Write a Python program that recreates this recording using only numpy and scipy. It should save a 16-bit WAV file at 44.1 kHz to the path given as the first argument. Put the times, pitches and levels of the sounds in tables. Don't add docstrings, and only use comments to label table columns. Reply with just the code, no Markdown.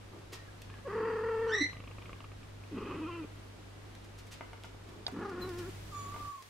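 import sys
import numpy as np
from scipy import signal
from scipy.fft import rfft, irfft, next_fast_len
from scipy.io import wavfile
from scipy.ndimage import uniform_filter1d, map_coordinates

SR = 44100
rng = np.random.default_rng(int(sys.argv[2]) if len(sys.argv) > 2 else 0)


def wav_out(sig):
    wavfile.write(sys.argv[1], SR, np.round(np.clip(np.atleast_2d(sig).T, -1, 1) * 32767).astype(np.int16))


N = 286209
TIME = np.arange(N) / SR
TOP_HZ = 15700


def undb(db):
    return 10 ** (np.asarray(db) / 20)


def unit(x):
    return x / np.sqrt(np.mean(x ** 2) + 1e-18)


def curves(rows, t):
    times, *columns = np.transpose(rows)
    return [np.interp(t, times, column) for column in columns]


def response(points, hz):
    freqs, db = np.transpose(points)
    return undb(np.interp(np.log(np.maximum(hz, 1)), np.log(freqs), db))


def coloured(x, points):
    size = next_fast_len(len(x))
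    return irfft(rfft(x, size) * response(points, np.fft.rfftfreq(size, 1 / SR)), size)[:len(x)]


def noise(points, size=N):
    return unit(coloured(rng.standard_normal(size), points))


def walk(rate, t):
    place = (t - t[0]) * rate
    return map_coordinates(rng.standard_normal(8192), [place + 4], order=3, mode="wrap")


def swell(t, start, end, rise, decay):
    return np.clip((t - start) / rise, 0, 1) * np.exp(-np.maximum(t - end, 0) / decay)


def add(track, start, sound):
    i = int(np.clip(start * SR, 0, N))
    track[i:i + len(sound)] += sound[:N - i]


# (frequency [Hz], relative density [dB])
AIR_SPECTRUM = [(82, -19.5), (140, -6.5), (190, -4), (280, 1), (450, -3), (700, -7), (1500, -10.5),
                (3500, -16), (6000, -22), (10000, -27.5), (13000, -32.5), (15500, -42)]
RUMBLE_SPECTRUM = [(15, 8), (30, 4), (48, 12.5), (72, 8), (100, 9), (125, 5), (200, 5), (400, -51)]
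# (frequency [Hz], relative level [dB])
HUM_LINES = [(49.5, -58.5), (99.8, -50), (149.5, -66)]
# (start [s], room noise gain [dB], hum and rumble gain [dB], hiss level [dB])
BACKGROUND_STEPS = [(0, 2, -4.5, -95), (.62, 2.4, -1.6, -105), (3.45, 1.7, -4, -83), (5.391, 3, 0.5, -56.5),
                    (6.299, -8, -15.5, -57.5)]


def background(air_base_db=-56.5, step_s=.045):
    starts, *levels = np.transpose(BACKGROUND_STEPS)
    stretch = np.searchsorted(starts[1:], TIME)
    air_db, hum_db, hiss_db = (uniform_filter1d(db[stretch], int(step_s * SR)) for db in levels)
    shared = noise(AIR_SPECTRUM)
    air = np.array([unit(noise(AIR_SPECTRUM) + .26 * shared) for _ in range(2)])
    air *= undb(air_base_db + air_db + .5 * walk(9.4, TIME))
    hiss = np.array([noise([(2000, 4), (7000, -3), (12000, -7), (15500, -11)]) for _ in range(2)])
    hiss *= undb(hiss_db + walk(8.4, TIME))
    hum = np.zeros(N)
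    for hz, db in HUM_LINES:
        amplitude = np.sqrt(2) * undb(db + .5 * walk(8.3, TIME))
        hum += amplitude * np.sin(2 * np.pi * hz * TIME + .17 * walk(3.92, TIME))
    rumble = undb(-55) * noise(RUMBLE_SPECTRUM)
    return air + hiss + undb(hum_db) * (hum + rumble)


def puffs(rows, spectrum, grain_db):
    out = np.zeros(N)
    for start, db, rise, decay in rows:
        t = TIME[:np.clip(int((rise + 10 * decay) * SR), 2 ** 12, 2 ** 15)]
        grains = unit(noise(spectrum, len(t)) * undb(grain_db * walk(630, t)))
        add(out, start, undb(db) * swell(t, 0, rise, rise, decay) * grains)
    return out


# (time [s], level [dB], rise [s], decay [s])
SHUFFLES = [(.11, -51.5, 0.025, 0.088), (.325, -44, 0.0022, 0.012), (4.745, -47.5, 0.0015, 0.0086),
            (4.85, -56, 0.034, 0.67), (5.8, -58, 0.24, 0.083), (6.122, -50, 0.0031, .005),
            (6.2, -44, 0.0058, 0.0044)]
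# (frequency [Hz], gain [dB])
MAT_SPECTRUM = [(60, 0.5), (160, 4.5), (400, 9), (700, -7.5), (1200, -3.5), (2500, -58), (6000, -43)]


def shuffles():
    return puffs(SHUFFLES, MAT_SPECTRUM, grain_db=-1.5)


# (time [s], level [dB], decay [s])
BRUSHES = [(.32, -45, 0.017), (.617, -46.5, 0.0032), (3.95, -53, 0.0027), (4.175, -54.5, 0.017),
           (4.307, -49, 0.021), (4.531, -54, 0.0018), (4.636, -43.5, 0.00099), (5.077, -47.5, 0.0051),
           (5.292, -54.5, 0.0058), (5.487, -51, 0.0072), (5.578, -49, 0.013), (6.422, -48.5, 0.0034)]
# (frequency [Hz], gain [dB])
CLOTH_SPECTRUM = [(200, -6), (900, -3), (1800, 0), (4000, -1), (6500, -4), (10000, -10), (13000, -13),
                  (16000, -24)]


def bedding(stir_from_s=3.9, stir_to_s=6.45):
    faint = [(rng.uniform(stir_from_s, stir_to_s), rng.uniform(-60, -56), .009) for _ in range(8)]
    strokes = [(start, db, .86 * decay, decay) for start, db, decay in list(BRUSHES) + faint]
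    return puffs(strokes, CLOTH_SPECTRUM, grain_db=1.5)


def harmonics(phase, hz, tract, orders):
    return sum(response(tract, k * hz) * (k * hz < TOP_HZ) * np.sin(k * phase + rng.uniform(0, 2 * np.pi))
               for k in orders)


def cry(rows, tract, jitter, jitter_hz, shimmer, gain_db, hoarse_db=-40, catch=0, opening=((0, 0),)):
    t = np.arange(rows[0][0], rows[-1][0], 1 / SR)
    pitch, db = curves(rows, t)
    open_db, = curves(opening, t)
    unsteady_onset = catch * np.exp(-(t - t[0]) / .05)
    scatter = jitter * (1 + unsteady_onset)
    hz = pitch * (1 + scatter * (walk(jitter_hz, t) + .5 * walk(109.6, t)))
    phase = 2 * np.pi * np.cumsum(hz) / SR
    fundamental = harmonics(phase, hz, tract, [1])
    overtones = undb(open_db) * harmonics(phase, hz, tract, range(2, 10))
    waver = shimmer * (walk(128, t) + unsteady_onset * walk(606, t))
    hoarseness = undb(hoarse_db) * walk(1100, t)
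    voice = unit((fundamental + overtones) * (1 + waver + hoarseness))
    out = np.zeros(N)
    add(out, t[0], signal.windows.tukey(len(t), .04) * undb(db + gain_db) * voice)
    return out


# (time [s], pitch [Hz], relative level [dB])
WHIMPERS = [
    [(.37, 1846, -55), (.42, 1877, -63), (.46, 1760, -74), (.49, 1640, -62), (.54, 1467, -88)],
    [(.695, 1560, -64), (.73, 1806, -58), (.76, 1593, -61), (.79, 1720, -72)],
]


def whimpers():
    mouth = [(1700, 2), (3400, -33), (8000, -40)]
    return sum(cry(rows, mouth, jitter=.0057, jitter_hz=494, shimmer=.36, gain_db=-1.5)
               for rows in WHIMPERS)


# (frequency [Hz], gain [dB])
PULSE_THROAT = [(150, 12.5), (300, 12), (540, 7.5), (750, -5.5), (1200, 12), (1450, -17), (1800, -6),
                (2450, 7), (3000, -0.5), (3600, -12), (8000, -47)]
# (time [s], level [dB])
CLACKS = [(0.699, -47.5), (0.739, -46), (0.784, -47), (2.635, -48), (2.793, -48), (2.907, -42), (2.94, -47),
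          (3.017, -51)]
PURR_SKIPS = [8, 14, 17, 19, 20]


def clacks_and_purr(purr_start_s=1.6585, period_s=.03545, slowing_s=.00012, hold_s=.52, fade_db_per_s=22):
    beat = np.setdiff1d(np.arange(22), PURR_SKIPS)
    elapsed = beat * (period_s + slowing_s * beat / 2)
    fade_db = fade_db_per_s * np.maximum(elapsed - hold_s, 0)
    levels = -42.5 - fade_db + .6 * rng.standard_normal(len(beat))
    pulses = list(zip(purr_start_s + elapsed, levels)) + list(CLACKS)
    return puffs([(start, db, .0019, .0048) for start, db in pulses], PULSE_THROAT, grain_db=-1.5)


# (start [s], end [s], roughness [0-1], clearing time [s])
RASPS = [(.87, 1.06, .56, .22), (2.7, 2.95, .7, .09), (3.225, 3.27, .8, .03), (5.1, 5.19, .95, .08),
         (5.3, 5.43, .68, .06)]


def roughness(t, onset_s=.02, floor=.13):
    slack = [amount * swell(t, start, end, onset_s, clear) for start, end, amount, clear in RASPS]
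    return np.maximum(np.max(slack, axis=0), floor)


def rolling(t, rough, rate_hz, length_s):
    turn = 2 * np.pi * np.cumsum(rate_hz * (1 + .14 * walk(25.18, t))) / SR
    fade = 1 - np.clip((t - t[0]) / length_s, 0, 1) ** 3
    depth = fade * (.45 + rough) * (1 + .4 * walk(rate_hz, t))
    return depth * (np.cos(turn) - .26 * np.cos(2 * turn))


def fold_overtones(t, phase, flicker_db, flicker_hz=65, radians_per_db=.2):
    out = np.zeros(len(t))
    for k in range(2, 16):
        amplitude = undb(flicker_db * walk(flicker_hz, t))
        offset = rng.standard_normal() + radians_per_db * flicker_db * walk(flicker_hz, t)
        out += amplitude * np.cos(k * phase + offset)
    return unit(out)


def part_lips(x, t, start_s=3.115, end_s=3.19, formant_hz=2750, lift_db=5):
    parted = swell(t, start_s, end_s, rise=.029, decay=.018)
    resonance = signal.lfilter(*signal.iirpeak(formant_hz, Q=3.5, fs=SR), x)
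    return x + (undb(lift_db * parted) - 1) * resonance


# (frequency [Hz], gain [dB])
NOSE = [(60, -12), (150, 0), (560, 0), (640, -14), (740, -30)]


def trill(settings, contour, levels, throat, jitter=.085, drift=.00798, doubling=.3, shimmer=.032):
    rasp_db, growl_db, roll_bend, roll_hz, roll_s, flicker_db = settings
    t = np.arange(levels[0][0], levels[-1][0], 1 / SR)
    pitch, = curves(contour, t)
    nasal_db, overtone_db = curves(levels, t)
    rough = roughness(t)
    roll = rolling(t, rough, roll_hz, roll_s)
    hz = pitch * (1 + roll_bend * roll + jitter * rough * walk(260, t) + drift * walk(45.45, t))
    phase = 2 * np.pi * np.cumsum(hz) / SR
    burr = doubling * np.cos(phase / 2 + walk(57.5, t))
    pressure = (1 + .2 * roll) * (1 + rough * (burr + shimmer * walk(330, t)))
    growl = noise([(90, -50), (180, 10), (290, 8), (480, 1.5), (560, -6.5), (680, -25), (1200, -79)], len(t))
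    fundamental = np.sqrt(2 - rough ** 2) * np.sin(phase) + undb(growl_db) * rough ** .78 * growl
    nasal = unit(coloured(fundamental * pressure, NOSE))
    turbulence = rng.standard_normal(len(t)) * (1 + np.cos(phase)) * (rough + .17)
    source = fold_overtones(t, phase, flicker_db) + undb(rasp_db) * turbulence
    chopped = source * pressure * (1 + .12 * roll)
    overtones = part_lips(unit(coloured(chopped, throat)), t)
    gate = np.minimum(np.minimum(t - t[0], t[-1] - t) / .008, 1)
    return gate * (undb(nasal_db) * nasal + undb(overtone_db) * overtones)


# (rasp [dB], growl [dB], roll bend [ratio], roll rate [Hz], roll length [s],
# overtone flicker [dB])
TRILLS = [(4, -10, .05, 38, 1.05, 2.3), (2.5, -4, .22, 25, .38, 3), (1, 0, .06, 33, .45, 2.3)]
# (time [s], pitch [Hz])
PITCH_1 = [(.85, 545), (.866, 565), (.886, 396), (.925, 398), (.962, 452), (1.1, 450), (1.19, 438),
           (1.275, 460), (1.37, 441), (1.475, 460), (1.578, 412), (1.61, 344)]
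PITCH_2 = [(2.711, 345), (2.757, 255), (2.8, 340), (2.879, 350), (2.97, 330), (3.01, 308), (3.06, 318),
           (3.088, 360), (3.125, 336), (3.155, 345), (3.21, 318), (3.25, 310)]
PITCH_3 = [(5.12, 230), (5.17, 305), (5.2, 310), (5.225, 388), (5.3, 392), (5.345, 335), (5.37, 365),
           (5.44, 358), (5.485, 376), (5.535, 342), (5.595, 366), (5.642, 328), (5.681, 392), (5.7, 335)]
# (time [s], fundamental level [dB], overtone level [dB])
LEVELS_1 = [(.846, -52, -57), (.868, -38.5, -49), (.905, -44, -48.5), (.955, -34.5, -44), (1.08, -35, -42),
            (1.2, -36.5, -44), (1.28, -35, -42.5), (1.48, -34, -43), (1.55, -37, -42), (1.605, -44.5, -50)]
LEVELS_2 = [(2.711, -45, -57), (2.732, -40, -60), (2.785, -41.5, -49.5), (2.93, -43, -47.5),
            (3.06, -38, -51), (3.089, -45.5, -44.5), (3.17, -44, -50), (3.195, -41.5, -51.5),
            (3.218, -40, -59), (3.238, -44, -54), (3.257, -39, -65)]
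LEVELS_3 = [(5.119, -45, -71), (5.14, -44, -57.5), (5.25, -41, -43.5), (5.325, -43.5, -49),
            (5.36, -43.5, -50), (5.5, -40, -48.5), (5.55, -42.5, -55), (5.61, -39.5, -54),
            (5.665, -45, -55), (5.701, -39.5, -63)]
# (frequency [Hz], gain [dB])
THROATS = [
    [(300, -25), (700, -3), (880, 4.5), (990, 12), (1150, 12), (1400, 4.5), (1600, 3), (1920, 5),
     (2200, -9), (2750, -7.5), (3000, -19), (3200, -12), (3600, -47), (4700, -14.5), (5600, -46),
     (7500, -34), (11000, -53)],
    [(300, -2), (520, 6), (700, -9), (880, -1.5), (1080, 8), (1400, 0), (1750, -10.5), (2000, -3.5),
     (2230, -12.5), (2550, 1.5), (2850, -7.5), (3080, -7), (3450, -21), (6000, -31), (11000, -50)],
    [(300, -12), (600, -6), (750, 5), (900, 4.5), (1250, 8), (1440, 7.5), (1540, -3), (1700, 4), (2100, -8),
     (2900, -12.5), (3700, -19.5), (6000, -20), (11000, -37)],
]


def mother_trills():
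    out = np.zeros(N)
    contours, envelopes = (PITCH_1, PITCH_2, PITCH_3), (LEVELS_1, LEVELS_2, LEVELS_3)
    for settings, contour, levels, throat in zip(TRILLS, contours, envelopes, THROATS):
        add(out, levels[0][0], trill(settings, contour, levels, throat))
    return out


# (time [s], pitch [Hz], relative level [dB])
SQUEAL = [(1.475, 1410, -53), (1.498, 1470, -42), (1.516, 1560, -40), (1.526, 1790, -34), (1.55, 1860, -26),
          (1.562, 1910, -31), (1.586, 1950, -27), (1.594, 1900, -39), (1.608, 2000, -27.5),
          (1.648, 2040, -30.5), (1.67, 2040, -42)]
# (frequency [Hz], gain [dB])
SQUEAL_MOUTH = [(1500, 1), (2100, 1), (2950, -8), (3700, -7.5), (4100, -5), (4500, -20), (5300, -12),
                (5850, -10), (6150, -17), (6600, -34), (7600, -23), (8000, -26), (8400, -40), (9600, -36),
                (14000, -56)]
# (time [s], overtone gain [dB])
SQUEAL_OPENING = [(1.49, 0), (1.53, -1), (1.55, -6), (1.565, 1), (1.586, -3), (1.594, 6), (1.606, -2),
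                  (1.62, 1.5), (1.66, -2)]


def squeal():
    return cry(SQUEAL, SQUEAL_MOUTH, jitter=.02, jitter_hz=678, shimmer=.32, gain_db=-3,
               hoarse_db=-27, catch=2.2, opening=SQUEAL_OPENING)


# (time [s], pitch [Hz], relative level [dB])
GRUNT = [(1.6, 333, -48), (1.612, 303, -24.5), (1.626, 278, -27.5), (1.634, 300, -43), (1.65, 288, -38),
         (1.675, 295, -48)]


def grunt():
    throat = [(300, 12.5), (600, -15.5), (1200, -21), (3000, -18)]
    return cry(GRUNT, throat, jitter=.017, jitter_hz=400, shimmer=.11, gain_db=-5)


def strikes(rows, modes, crack, gain_db, contact_s=.00029):
    out, t = np.zeros(N), TIME[:2 ** 13]
    hz, mode_db, t60 = np.transpose(modes)[:, :, None]
    for start, db in rows:
        detune, weight_db = rng.standard_normal((2, len(modes), 1))
        pitch = hz * (1 + .03 * detune)
        decays = undb(mode_db + 2 * weight_db - 60 * t / t60)
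        ring = np.sum(decays * np.sin(2 * np.pi * pitch * t), axis=0) * (1 - np.exp(-t / contact_s))
        contact = crack * np.exp(-t / .0013) * noise(CLOTH_SPECTRUM, len(t))
        add(out, start, undb(db + gain_db) * (ring / np.abs(ring).max() + contact))
    return out


# (time [s], relative peak level [dB])
KNOCKS = [(4.409, -39.5), (4.532, -47), (4.644, -47), (5.081, -41), (6.143, -47), (6.162, -45)]
# (frequency [Hz], relative level [dB], 60 dB decay time [s])
PEN_MODES = [(448, 1, 0.12), (715, 14, 0.019), (944, 19, 0.014), (1160, 12.5, 0.014), (1426, 9, 0.028),
             (2064, 13.5, 0.014), (2190, -5, 0.058), (2850, 2, 0.036)]


def paw_knocks():
    return strikes(KNOCKS, PEN_MODES, crack=.03, gain_db=9)


# (time [s], relative peak level [dB])
CLICK_CONTACTS = [(5.066, -25.5), (5.0671, -32), (5.0683, -30.5)]
# (frequency [Hz], relative level [dB], 60 dB decay time [s])
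PLASTIC_MODES = [(610, 10.5, 0.022), (830, -1, .015), (1660, 3, .018), (1850, 3, .018), (2710, -12, .012),
                 (3630, 18, 0.019), (4140, -5, .011), (4580, 17, 0.017), (5440, -16, .01)]


def plastic_click():
    return strikes(CLICK_CONTACTS, PLASTIC_MODES, crack=.012, gain_db=5.5)


# (time [s], pitch [Hz], relative level [dB])
SQUEAK = [(5.412, 4120, -56), (5.426, 4050, -46.5), (5.445, 4000, -58), (5.475, 3990, -66)]
# (frequency [Hz], gain [dB])
SQUEAK_MOUTH = [(4000, 0), (8000, -28), (12000, -15)]


def squeak():
    return cry(SQUEAK, SQUEAK_MOUTH, jitter=.006, jitter_hz=700, shimmer=.2, gain_db=1)


# (time [s], pitch [Hz], relative level [dB])
MEW = [(5.91, 1310, -55), (5.932, 1177, -42.5), (6.0, 1150, -44), (6.07, 1127, -46.5), (6.168, 1185, -46.5),
       (6.29, 1155, -43), (6.38, 1097, -48), (6.41, 1040, -57), (6.435, 1020, -68)]
# (frequency [Hz], gain [dB])
MEW_MOUTH = [(1150, 0), (2300, -22), (3500, -24.5), (4700, -28), (5800, -26), (6950, -12), (8100, -27),
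             (9300, -22), (10500, -37)]
# (time [s], overtone gain [dB])
MEW_OPENING = [(5.91, -6), (5.95, -1), (5.985, 3), (6.04, 1), (6.1, -5), (6.2, -14), (6.33, -12),
               (6.39, -3)]


def mew():
    return cry(MEW, MEW_MOUTH, jitter=.008, jitter_hz=609, shimmer=.24, gain_db=-1.7,
               hoarse_db=-31, opening=MEW_OPENING)


def in_room(x, wet_db, pan_db, lag_s=0., t60=.3):
    t = TIME[:2 ** 14]
    out = []
    for side in (1, -1):
        tail = noise([(100, -75), (400, -3.5), (1500, 6), (5000, 3.5), (14000, -10)], len(t))
        tail *= undb(-60 * t / t60) * (t > .003)
        echoes = signal.oaconvolve(x, tail / np.sqrt(np.sum(tail ** 2)))[:N]
        direct = np.roll(x, int(round(side * lag_s * SR / 2)))
        out.append(direct * undb(side * pan_db / 2) + undb(wet_db) * echoes)
    return np.array(out)


def scene():
    return (background()
            + in_room(shuffles() + paw_knocks(), wet_db=-5.5, pan_db=0)
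            + in_room(bedding(), wet_db=-5.5, pan_db=-.5)
            + in_room(whimpers() + mew(), wet_db=-8.5, pan_db=-1, lag_s=.00005)
            + in_room(clacks_and_purr() + mother_trills() + grunt(), wet_db=-14, pan_db=.4)
            + in_room(squeal(), wet_db=-9, pan_db=-1.5)
            + in_room(plastic_click(), wet_db=-35, pan_db=-3, lag_s=.0001)
            + in_room(squeak(), wet_db=-13, pan_db=5))


def record(dry):
    return signal.sosfilt(signal.ellip(10, .2, 70, TOP_HZ, fs=SR, output="sos"), dry)


dry = scene()
out = record(dry)
wav_out(out)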